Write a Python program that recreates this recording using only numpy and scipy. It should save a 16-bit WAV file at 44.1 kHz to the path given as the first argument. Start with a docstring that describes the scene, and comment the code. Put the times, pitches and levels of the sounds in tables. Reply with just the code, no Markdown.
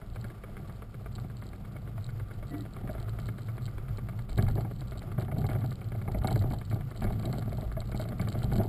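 """A low, lumpy rumble runs throughout: a coasting mountain bike on a wet dirt road, slowed down, heard at the frame.
The rumble is noise in low fork and sway resonances; grit hisses and the frame buzzes under pebble hits.
Freewheel ticks, wheel-driven and slightly uneven, and bumps ring the tubes; a loose part clicks and chatters.
The frame groans once, as noise in narrow partials. The slowed sound runs at 12000 samples a second, each
one held in steps, which mirrors the low sound into the treble."""
import sys
import numpy as np
from scipy import signal
from scipy.fft import rfft, irfft
from scipy.io import wavfile
from scipy.ndimage import uniform_filter1d

SR = 44100
rng = np.random.default_rng(int(sys.argv[2]) if len(sys.argv) > 2 else 0)


def pcm_store(signal):
    """Save signal as 16-bit PCM."""
    levels = np.round(np.clip(np.atleast_2d(signal), -1, 1) * 32767)
    wavfile.write(sys.argv[1], SR, levels.astype(np.int16).T)


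N = 382788

# the road under the tyres, before chance swings:
# (time [s], fork shake [dB], sway [dB], upper fork ring [dB], frame buzz [dB])
ROAD_SHAKE = [(0, -49, -43, -54, -52), (0.2, -39.5, -45, -48.5, -52.5), (0.38, -45, -53, -54, -49),
              (0.55, -46.5, -45, -48, -48), (0.68, -38.0, -53, -48, -48.5), (0.8, -44.5, -48, -54, -56.5),
              (1.25, -40.5, -45, -48.5, -51.0), (1.65, -45.5, -46.5, -49, -53.5),
              (2.0, -38.5, -44.5, -52.5, -53.5), (2.4, -41, -44, -50.5, -50), (2.7, -44, -48.5, -47.5, -52),
              (3.05, -36, -39.5, -50.0, -45), (3.45, -36, -47.5, -47.5, -50.5),
              (3.8, -40, -40.5, -53.5, -49.5), (4.16, -36.0, -46, -46.5, -52),
              (4.33, -45, -39, -50.5, -56.5), (4.4, -27.5, -34, -38, -54), (4.76, -37.5, -45, -49.5, -56),
              (5.1, -38.5, -42, -45.5, -44.5), (5.3, -31, -42, -44.5, -62), (5.6, -33.5, -40, -41, -47),
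              (5.78, -37, -45.0, -49, -50.5), (6.0, -37.5, -45, -46.5, -49.5),
              (6.2, -35.5, -36.5, -46, -58), (6.31, -33, -38, -35, -46), (6.5, -31.5, -35.5, -46.5, -50),
              (6.65, -39, -42, -47.5, -53), (6.77, -34.5, -44, -42, -52),
              (6.93, -41.5, -46.5, -51.5, -51.0), (7.06, -38, -32.5, -39, -49),
              (7.23, -30.0, -43, -39.0, -44.5), (7.74, -41, -38.5, -48.5, -51.0),
              (8.05, -35, -42.5, -41.5, -49), (8.4, -33, -39.5, -42.0, -45), (8.6, -30.5, -32, -31.5, -43),
              (8.68, -32.0, -40.5, -42, -51.0)]
# hard bumps against the frame: (time [s], dull drive [dB], bright drive [dB], favoured dull pitch [Hz])
HARD_KNOCKS = [(0.242, -40.5, -36.5, 580), (0.48, -47, -46, 615), (1.241, -42.5, -56, 400),
               (2.835, -36.5, -61, 530), (2.891, -35.5, -40.5, 647), (2.948, -39.5, -37.5, 637),
               (4.372, -34, -43, 564), (4.384, -29.5, -31, 570), (4.425, -37, -38.5, 553),
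               (4.464, -55, -43, 700.0), (4.479, -34, -36.5, 740), (4.554, -34, -52, 726),
               (4.576, -29, -42, 735), (4.646, -35.5, -47.0, 760), (5.179, -31, -34.5, 658),
               (5.21, -46, -38, 760), (5.279, -34.5, -44, 735), (5.316, -34.5, -38, 665),
               (5.382, -32.5, -47, 690), (5.412, -44, -62, 646), (5.44, -32, -37, 773),
               (5.488, -33, -32, 644), (5.549, -37.5, -41.5, 650), (5.637, -34.5, -45, 716),
               (6.076, -34.0, -40, 760), (6.145, -29.5, -37, 665), (6.242, -27, -28.5, 770),
               (6.27, -29.5, -42, 763), (6.282, -57.5, -30, 750.0), (6.307, -32.5, -63, 766),
               (6.357, -30, -33.5, 685), (6.437, -30.5, -40, 733), (6.505, -33, -43.5, 710.0),
               (6.529, -34.5, -50, 758), (6.724, -32, -38, 454), (6.754, -38, -52, 676),
               (7.019, -36, -30.5, 760), (7.04, -29.5, -38, 690), (7.102, -37, -41, 755),
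               (7.242, -34.5, -48, 690), (7.255, -35, -43, 690), (7.294, -34, -46, 670),
               (7.333, -35.5, -39.5, 730), (7.376, -33, -48, 655), (7.474, -34.5, -50, 665),
               (7.52, -36.5, -55, 627), (7.579, -36.5, -44, 740), (7.623, -36, -59, 655),
               (7.766, -34.5, -39, 636), (7.944, -33, -42, 730), (7.995, -36, -39.5, 627),
               (8.104, -35, -52, 665), (8.194, -31.5, -34, 654), (8.272, -34, -35, 594),
               (8.347, -33.5, -38.5, 639), (8.434, -34, -47, 704), (8.52, -28.5, -33.5, 705),
               (8.581, -27.5, -40.5, 690), (8.597, -30.5, -43, 648), (8.636, -36, -49, 760),
               (8.647, -41, -59, 770)]
# hard clicks of the loose part: (time [s], drive [dB])
HARD_CLICKS = [(0.2119, -43), (0.2448, -53), (1.15, -40), (1.3683, -45), (1.466, -43), (2.0423, -40.5),
               (2.3351, -42), (2.4945, -44), (2.607, -40), (2.91, -44), (2.9997, -40), (3.0926, -38),
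               (3.198, -36), (3.267, -41.5), (3.3812, -45), (3.4186, -47), (3.463, -47), (3.645, -55),
               (3.9723, -37.5), (4.2944, -40), (4.3772, -31.5), (4.6074, -41), (4.8073, -43),
               (4.9742, -39.5), (5.1958, -38.5), (5.382, -41), (5.465, -35.5), (5.4984, -41),
               (5.6062, -54.5), (5.6465, -47.5), (5.6935, -63), (5.7369, -49), (6.118, -37.5),
               (6.2362, -36.5), (6.2721, -26.5), (6.3073, -31), (6.358, -36), (6.3918, -37), (6.5026, -39),
               (6.542, -40), (6.586, -42), (6.6505, -41), (6.6987, -36), (6.9055, -41.5), (6.9618, -41.5),
               (7.0066, -39), (7.0395, -33), (7.1228, -38), (7.1924, -49), (7.2538, -31), (7.3265, -40),
               (7.424, -42), (7.457, -51), (7.4914, -43), (7.5713, -36), (7.6101, -42), (7.7238, -42),
               (7.8034, -35.5), (7.874, -46), (7.9146, -37.5), (7.9564, -40), (7.9927, -39), (8.039, -38),
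               (8.2132, -32.5), (8.2856, -32), (8.3202, -42), (8.4302, -30), (8.533, -37), (8.5639, -35),
               (8.6336, -37)]
# wheel speed, picking up as the bike rolls: (time [s], pawl ticks per second [1/s])
WHEEL_SPEED = [(0.0, 6.705), (0.93, 8.348), (1.22, 8.278), (2.11, 9.43), (2.4, 8.488), (3.38, 10.21),
               (4.63, 9.416), (5.11, 10.187), (5.59, 9.923), (6.77, 10.158), (6.99, 9.018), (7.32, 10.479),
               (7.88, 9.846), (8.68, 10.395)]

# low and upper resonances of the fork: (frequency [Hz], width [Hz], gain [dB])
FORK_LOW = [(90.2, 12, -6), (107.2, 26.3, 4.5), (128.1, 23.7, -1.5)]
FORK_RING = [(153.4, 97, -1.5), (197.3, 37, 0), (246, 28.6, -11.5)]
# deep and higher sway of the bike: (frequency [Hz], width [Hz], gain [dB])
DEEP_SWAY = [(25.6, 10.8, 0)]
HIGH_SWAY = [(53.2, 10, 0)]
# dull and bright tones of the frame tubes: (frequency [Hz], width [Hz], gain [dB])
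DULL_TUBES = [(299, 64, -1.5), (373.5, 82, 2.5), (562, 63, -9), (627, 66, -1), (758, 118, -3)]
BRIGHT_TUBES = [(1169, 125, -4), (1412, 112, -6), (1647, 131, -8.5), (2083, 230, -7.5), (2208, 125, -8.5),
                (3160, 760, -15)]
# tubes that the rolling knobs keep humming: (frequency [Hz], width [Hz], gain [dB])
HUMMING_TUBES = [(1172, 49, 9), (1390, 120, 4), (2150, 340, -8)]
# ring of the loose part: (frequency [Hz], width [Hz], gain [dB])
LOOSE_PART_RING = [(3160, 135, 3.5), (3100, 50, -18), (3884, 500, 5), (4440, 330, 8), (4750, 370, 2.5)]
# a short groan of the frame: (time [s], level [dB])
GROAN_LEVEL = [(2.48, -64), (2.518, -38), (2.604, -39), (2.68, -68)]
# tones in the groan: (frequency [Hz], width [Hz], gain [dB])
GROAN_TONES = [(287, 23, 1), (327, 32, -3), (404, 53, -20), (699, 19, -20), (1220, 30, -30),
               (1760, 58, -38), (1955, 9.1, -22.5)]
# colour of the tyre hiss on wet grit: (frequency [Hz], relative density [dB per Hz])
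GRIT_COLOUR = [(140, -36), (240, -33), (304, -1.5), (707, -8), (958, -13.5), (1200, -13.5), (1830, -21.5),
               (4300, -25.5), (5600, -24.5), (7280, -37), (12300, -120)]

GRIT_DB = -59   # before it follows the buzz
MEAN_RING_DB = -47   # upper fork ring on a mean road
LUMPY_DB = 2.0   # chance surges of the rumble
BUZZ_PATCHY_DB = 1   # chance swing of the buzz
HUM_DB, HUM_FOLLOWS = -64.5, 0.53   # mean level, share of the buzz's swing
FIRST_TICK_S = 0.0128   # before jitter
TICK_DB, TICK_FOLLOWS = -44, 0.085   # drive on a mean road, share of the road's swing
TICK_SPREAD_DB, TICK_JITTER_S = 1.5, 0.0015
# small knocks on a mean road, and their share of the road's swing
SMALL_KNOCKS_PER_S, SMALL_KNOCK_DB, SMALL_BRIGHT_DB, SMALL_KNOCK_FOLLOWS = 3.0, -44.5, -49, 0.72
# light clicks of the loose part; the rate holds at a fork shake of -36.5 dB
SMALL_CLICKS_PER_S, SMALL_CLICK_DB, SMALL_CLICK_SPREAD_DB = 11, -51.5, 2
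HELD_RATE = 12000   # samples per second
CUTOFF_HZ = 15950   # edge of the final top cut


def from_db(db):
    """Gain of a level in dB."""
    return 10 ** (np.asarray(db) / 20)


def rms_one(x):
    """Scaled to rms 1."""
    return x / np.sqrt(np.mean(x ** 2) + 1e-20)


def in_time(rows, outside=None):
    """Columns of a curve table, one value a sample."""
    s, *columns = np.transpose(rows)
    t = np.arange(N) / SR
    return [np.interp(t, s, column, outside, outside) for column in columns]


def drift(rate_hz):
    """Slow chance of rms 1: noise through two equal poles, each with its corner at rate_hz."""
    r = np.exp(-80 * np.pi * rate_hz / SR)   # one step every 40 samples
    noise = rng.standard_normal(N // 40 + 2002)
    slow = signal.lfilter([1], [1, -2 * r, r * r], noise)[2000:]
    return np.interp(np.arange(N) / 40, np.arange(len(slow)), rms_one(slow))


def at_random(per_s):
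    """Chance moments at a rate that changes in time, each with four numbers of spread 1."""
    draws = rng.random((400, 2))
    luck = rng.standard_normal((400, 4))
    s = draws[:, 0] * (N - 1) / SR
    kept = draws[:, 1] < per_s[(s * SR).astype(int)] * N / SR / len(s)
    return s[kept], luck[kept]


def body(force, modes):
    """Parallel resonances with alternating signs, each peaking at its own gain."""
    out = np.zeros(N)
    for k, (hz, width, db) in enumerate(modes):
        r = np.exp(-np.pi * width / SR)
        a = [1, -2 * r * np.cos(2 * np.pi * hz / SR), r * r]
        b = [(1 - r * r) / 2, 0, (r * r - 1) / 2]
        out += (-1) ** k * from_db(db) * signal.lfilter(b, a, force + 1e-18)
    return out


def contacts(seconds, db, rebound_s, rebound_db, chance):
    """Clicks: each blow and its two rebounds at chance delays and levels."""
    marks = np.zeros(N)
    np.add.at(marks, np.minimum(seconds * SR, N - 1).astype(int), from_db(db))
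    for k in (0, 1):
        later = seconds + rebound_s * (k + 0.405 + chance[:, k])
        later_db = db + rebound_db - 12.3 * chance[:, k + 2]
        np.add.at(marks, np.minimum(later * SR, N - 1).astype(int), from_db(later_db))
    return marks + 1e-18


def shudder(marks, rise_s, tail_s):
    """Noise that swells and dies after each click."""
    r, q = np.exp(-1 / (rise_s * SR)), np.exp(-1 / (tail_s * SR))
    swell = signal.lfilter([1 - r], np.convolve([1, -q], [1, -r]), marks)
    return swell * rng.standard_normal(N)


def struck(seconds, db, modes, damping, swell, spread_db, stagger_s, rebound_s, rebound_db, favoured_hz=None):
    """Each blow rings each mode with a strength and start of its own; a second resonance rounds the onset."""
    out, chance = np.zeros(N), rng.random((len(seconds), 4))
    luck = rng.standard_normal((len(seconds), len(modes)))
    late = rng.random((len(seconds), len(modes)))
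    for k, (hz, width, mode_db) in enumerate(modes):
        strength_db = db + spread_db * luck[:, k]
        if favoured_hz is not None:   # where the blow lands decides which modes speak
            octaves_off = np.abs(np.log2(hz / favoured_hz))
            strength_db = strength_db - 12.7 * np.minimum(octaves_off / 0.14, 1)
        start = np.minimum(seconds + stagger_s * late[:, k], (N - 1) / SR)
        marks = contacts(start, strength_db, rebound_s, rebound_db, chance) * SR / (np.pi * width)
        ring = body(marks, [(hz, damping * width, mode_db)])
        out += (-1) ** k * body(ring, [(hz, swell * width, 0)])
    return out


def pebbles(per_s, spread_db):
    """Force of many small hits, as of stones and mud lumps under the knobs; rms 1."""
    sizes = from_db(spread_db * np.minimum(rng.exponential(1, N), 4)) * rng.choice([-1, 1], N)
    hit = rng.random(N) < per_s * from_db(3 * drift(15)) / SR
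    return rms_one(sizes * hit)


def grit(buzz_db):
    """Hiss of the tyres: coloured noise, a little louder where the road is rougher."""
    hz = np.fft.rfftfreq(N, 1 / SR) + 1
    point_hz, point_db = np.transpose(GRIT_COLOUR)
    colour = from_db(np.interp(np.log(hz), np.log(point_hz), point_db, -90, -90))
    hiss = rms_one(irfft(rfft(rng.standard_normal(N)) * colour, N))
    return from_db(GRIT_DB + 0.15 * (buzz_db + 55.5) + 1.9 * drift(39)) * hiss


def groan():
    """Noise twice through narrow partials gives wavering tones."""
    level_db, = in_time(GROAN_LEVEL, outside=-120)
    narrow = body(rng.standard_normal(N), GROAN_TONES)
    tone = body(narrow, [(hz, 3 * width, 0) for hz, width, _ in GROAN_TONES])
    return uniform_filter1d(from_db(level_db), 300) * rms_one(tone)


def tube_hum(buzz_db):
    """Noise from the rolling knobs keeps tube resonances humming, partly following the buzz."""
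    tone = body(body(rng.standard_normal(N), HUMMING_TUBES), [(1450, 2500, 0)])
    level_db = HUM_DB + HUM_FOLLOWS * (buzz_db - buzz_db.mean()) + 2.0 * drift(28)
    return from_db(level_db) * rms_one(tone)


def rattle(shake_db):
    """The loose part clicks hard on jolts and chatters on as it settles."""
    light_s, luck = at_random(SMALL_CLICKS_PER_S * from_db(1.1 * (shake_db + 36.5)))
    light_db = SMALL_CLICK_DB + SMALL_CLICK_SPREAD_DB * luck[:, 0]
    s, db = np.hstack([np.transpose(HARD_CLICKS), [light_s, light_db]])
    marks = contacts(s, db, 0.0045, -11.0, rng.random((len(s), 4)))
    hits = from_db(14) * shudder(marks, 0.00065, 0.00024)
    hits += from_db(1.5) * shudder(marks, 0.0013, 0.0011)
    # dies away after each jolt
    settling = signal.lfilter([1], [1, -np.exp(-1 / (0.037 * SR))], np.sqrt(marks))
    chatter_gain = from_db(-42.5) * settling + from_db(-72.5 + 0.5 * (shake_db + 44))
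    chatter = chatter_gain * pebbles(300, 9.4)
    low_cut = signal.butter(2, 2300, "high", fs=SR, output="sos")
    return signal.sosfilt(low_cut, body(hits + chatter, LOOSE_PART_RING))


def freewheel(rough_db):
    """Times and drives of the ticks: one for every pawl that passes, a little harder on a rough road."""
    per_s, = in_time(WHEEL_SPEED)
    passed = np.cumsum(per_s) / SR
    passed = passed - passed[int(FIRST_TICK_S * SR)]
    s = np.interp(np.arange(int(passed[-1]) + 1), passed, np.arange(N) / SR)
    luck = rng.standard_normal((len(s), 2))
    db = TICK_DB + TICK_FOLLOWS * rough_db[(s * SR).astype(int)] + TICK_SPREAD_DB * luck[:, 0]
    return np.clip(s + TICK_JITTER_S * luck[:, 1], 0, (N - 1) / SR), db


def bumps(rough_db):
    """The hard knocks, and small ones at random that come faster and louder on a rough road."""
    s, luck = at_random(SMALL_KNOCKS_PER_S * from_db(rough_db))
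    here_db = SMALL_KNOCK_FOLLOWS * rough_db[(s * SR).astype(int)]
    dull_db = SMALL_KNOCK_DB + here_db + 1.0 * luck[:, 0]
    bright_db = SMALL_BRIGHT_DB + here_db + 2.95 * luck[:, 1]
    favoured_hz = 660 + 60 * luck[:, 2]
    return np.hstack([np.transpose(HARD_KNOCKS), [s, dull_db, bright_db, favoured_hz]])


def frame(buzz_db, rough_db):
    """Road buzz, freewheel ticks and knocks all ring the same tubes; knocks also thump the fork."""
    s, dull_db, bright_db, favoured_hz = bumps(rough_db)
    tick_s, tick_db = freewheel(rough_db)
    # clear ringing of each blow
    knocks = from_db(2.5) * struck(s + 0.00201, dull_db, DULL_TUBES, 1.3, 1.92, 2.15, 0.003966,
                                   0.009, -3, favoured_hz)
    knocks += from_db(-6) * struck(s, bright_db, BRIGHT_TUBES, 1.55, 1.83, 3.5, 0.00319, 0.0045, -1.4)
    knocks += from_db(-7.5) * struck(s, dull_db, FORK_LOW + FORK_RING, 1.57, 3.7, 3.2, 0.00798, 0.022, -9.5)
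    ticks = from_db(-3.5) * struck(tick_s, tick_db, BRIGHT_TUBES, 1.4, 2.7, 1.5, 0.00196, 0.0038, -1)
    ticks += from_db(-9.0) * struck(tick_s, tick_db, DULL_TUBES, 2.53, 3.1, 1.84, 0.00285, 0.00482, -0.9)
    # rough forces that shake the tubes: stones, and the noisy side of each blow
    chance = rng.random((len(s), 4))
    tick_chance = rng.random((len(tick_s), 4))
    stones = pebbles(1500, 7.1)
    dull = from_db(buzz_db + 8.5) * stones
    dull += from_db(9) * shudder(contacts(s, dull_db, 0.0227, -2.7, chance), 0.002, 0.014)
    bright = from_db(buzz_db) * stones
    bright += from_db(-5) * shudder(contacts(s, bright_db, 0.0234, 13, chance), 0.00087, 0.005)
    tick_marks = contacts(tick_s, tick_db, 0.0073, -11, tick_chance)
    bright += from_db(11.5) * shudder(tick_marks, 0.00053, 0.0059)
    low_cut = signal.butter(2, 210, "high", fs=SR, output="sos")
    shaken_tubes = signal.sosfilt(low_cut, body(dull, DULL_TUBES) + body(bright, BRIGHT_TUBES))
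    return knocks + ticks + tube_hum(buzz_db) + shaken_tubes


def shaken(modes, steadiness, over_s):
    """Road noise in steep low resonances; the chance swings of the narrow noise are partly evened out."""
    x = np.zeros(N)
    for hz, width, db in modes:
        once = body(rng.standard_normal(N), [(hz, width, db)])
        x += body(once, [(hz, 1.13 * width, 0)])
    x = rms_one(x)
    swing = np.sqrt(uniform_filter1d(x ** 2, int(over_s * SR)) + 0.025)
    return rms_one(x / swing ** np.clip(steadiness, 0, 1))


def rumble(shake_db, sway_db, upper_db):
    """The road shakes the bike's slow sway and the low and upper resonances of the fork."""
    sway = from_db(-4.0) * shaken(DEEP_SWAY, 0.35, 0.17)
    sway += from_db(-1.5) * shaken(HIGH_SWAY, 0.38, 0.21)
    fork = from_db(shake_db) * shaken(FORK_LOW, 0.36, 0.089)
    fork += from_db(upper_db) * shaken(FORK_RING, 0.15, 0.08)
    return from_db(sway_db) * sway + fork


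def scene():
    """Everything reaches one microphone through its clamp on the frame."""
    shake_db, sway_db, upper_db, buzz_db = in_time(ROAD_SHAKE)
    shake_db = shake_db + LUMPY_DB * drift(3.6)
    sway_db = sway_db + LUMPY_DB * drift(4)
    rough_db = upper_db - MEAN_RING_DB
    buzz_db = buzz_db + BUZZ_PATCHY_DB * drift(8.1)
    background = grit(buzz_db) + groan() + rattle(shake_db)
    bike = frame(buzz_db, rough_db) + rumble(shake_db, sway_db, upper_db)
    return (background + bike)[None]


def record(dry):
    """The top fades before half the held rate; every sample is held in steps, then the top is cut."""
    dull = signal.sosfilt(signal.butter(6, 5200, fs=SR, output="sos"), dry)
    coarse = signal.resample_poly(dull, HELD_RATE, SR, axis=1)
    steps = np.repeat(coarse, 4, axis=1)
    held = signal.resample_poly(steps, SR, 4 * HELD_RATE, axis=1)[:, :N]
    return signal.sosfilt(signal.cheby2(14, 60, CUTOFF_HZ, fs=SR, output="sos"), held)


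dry = scene()
out = record(dry)
pcm_store(out)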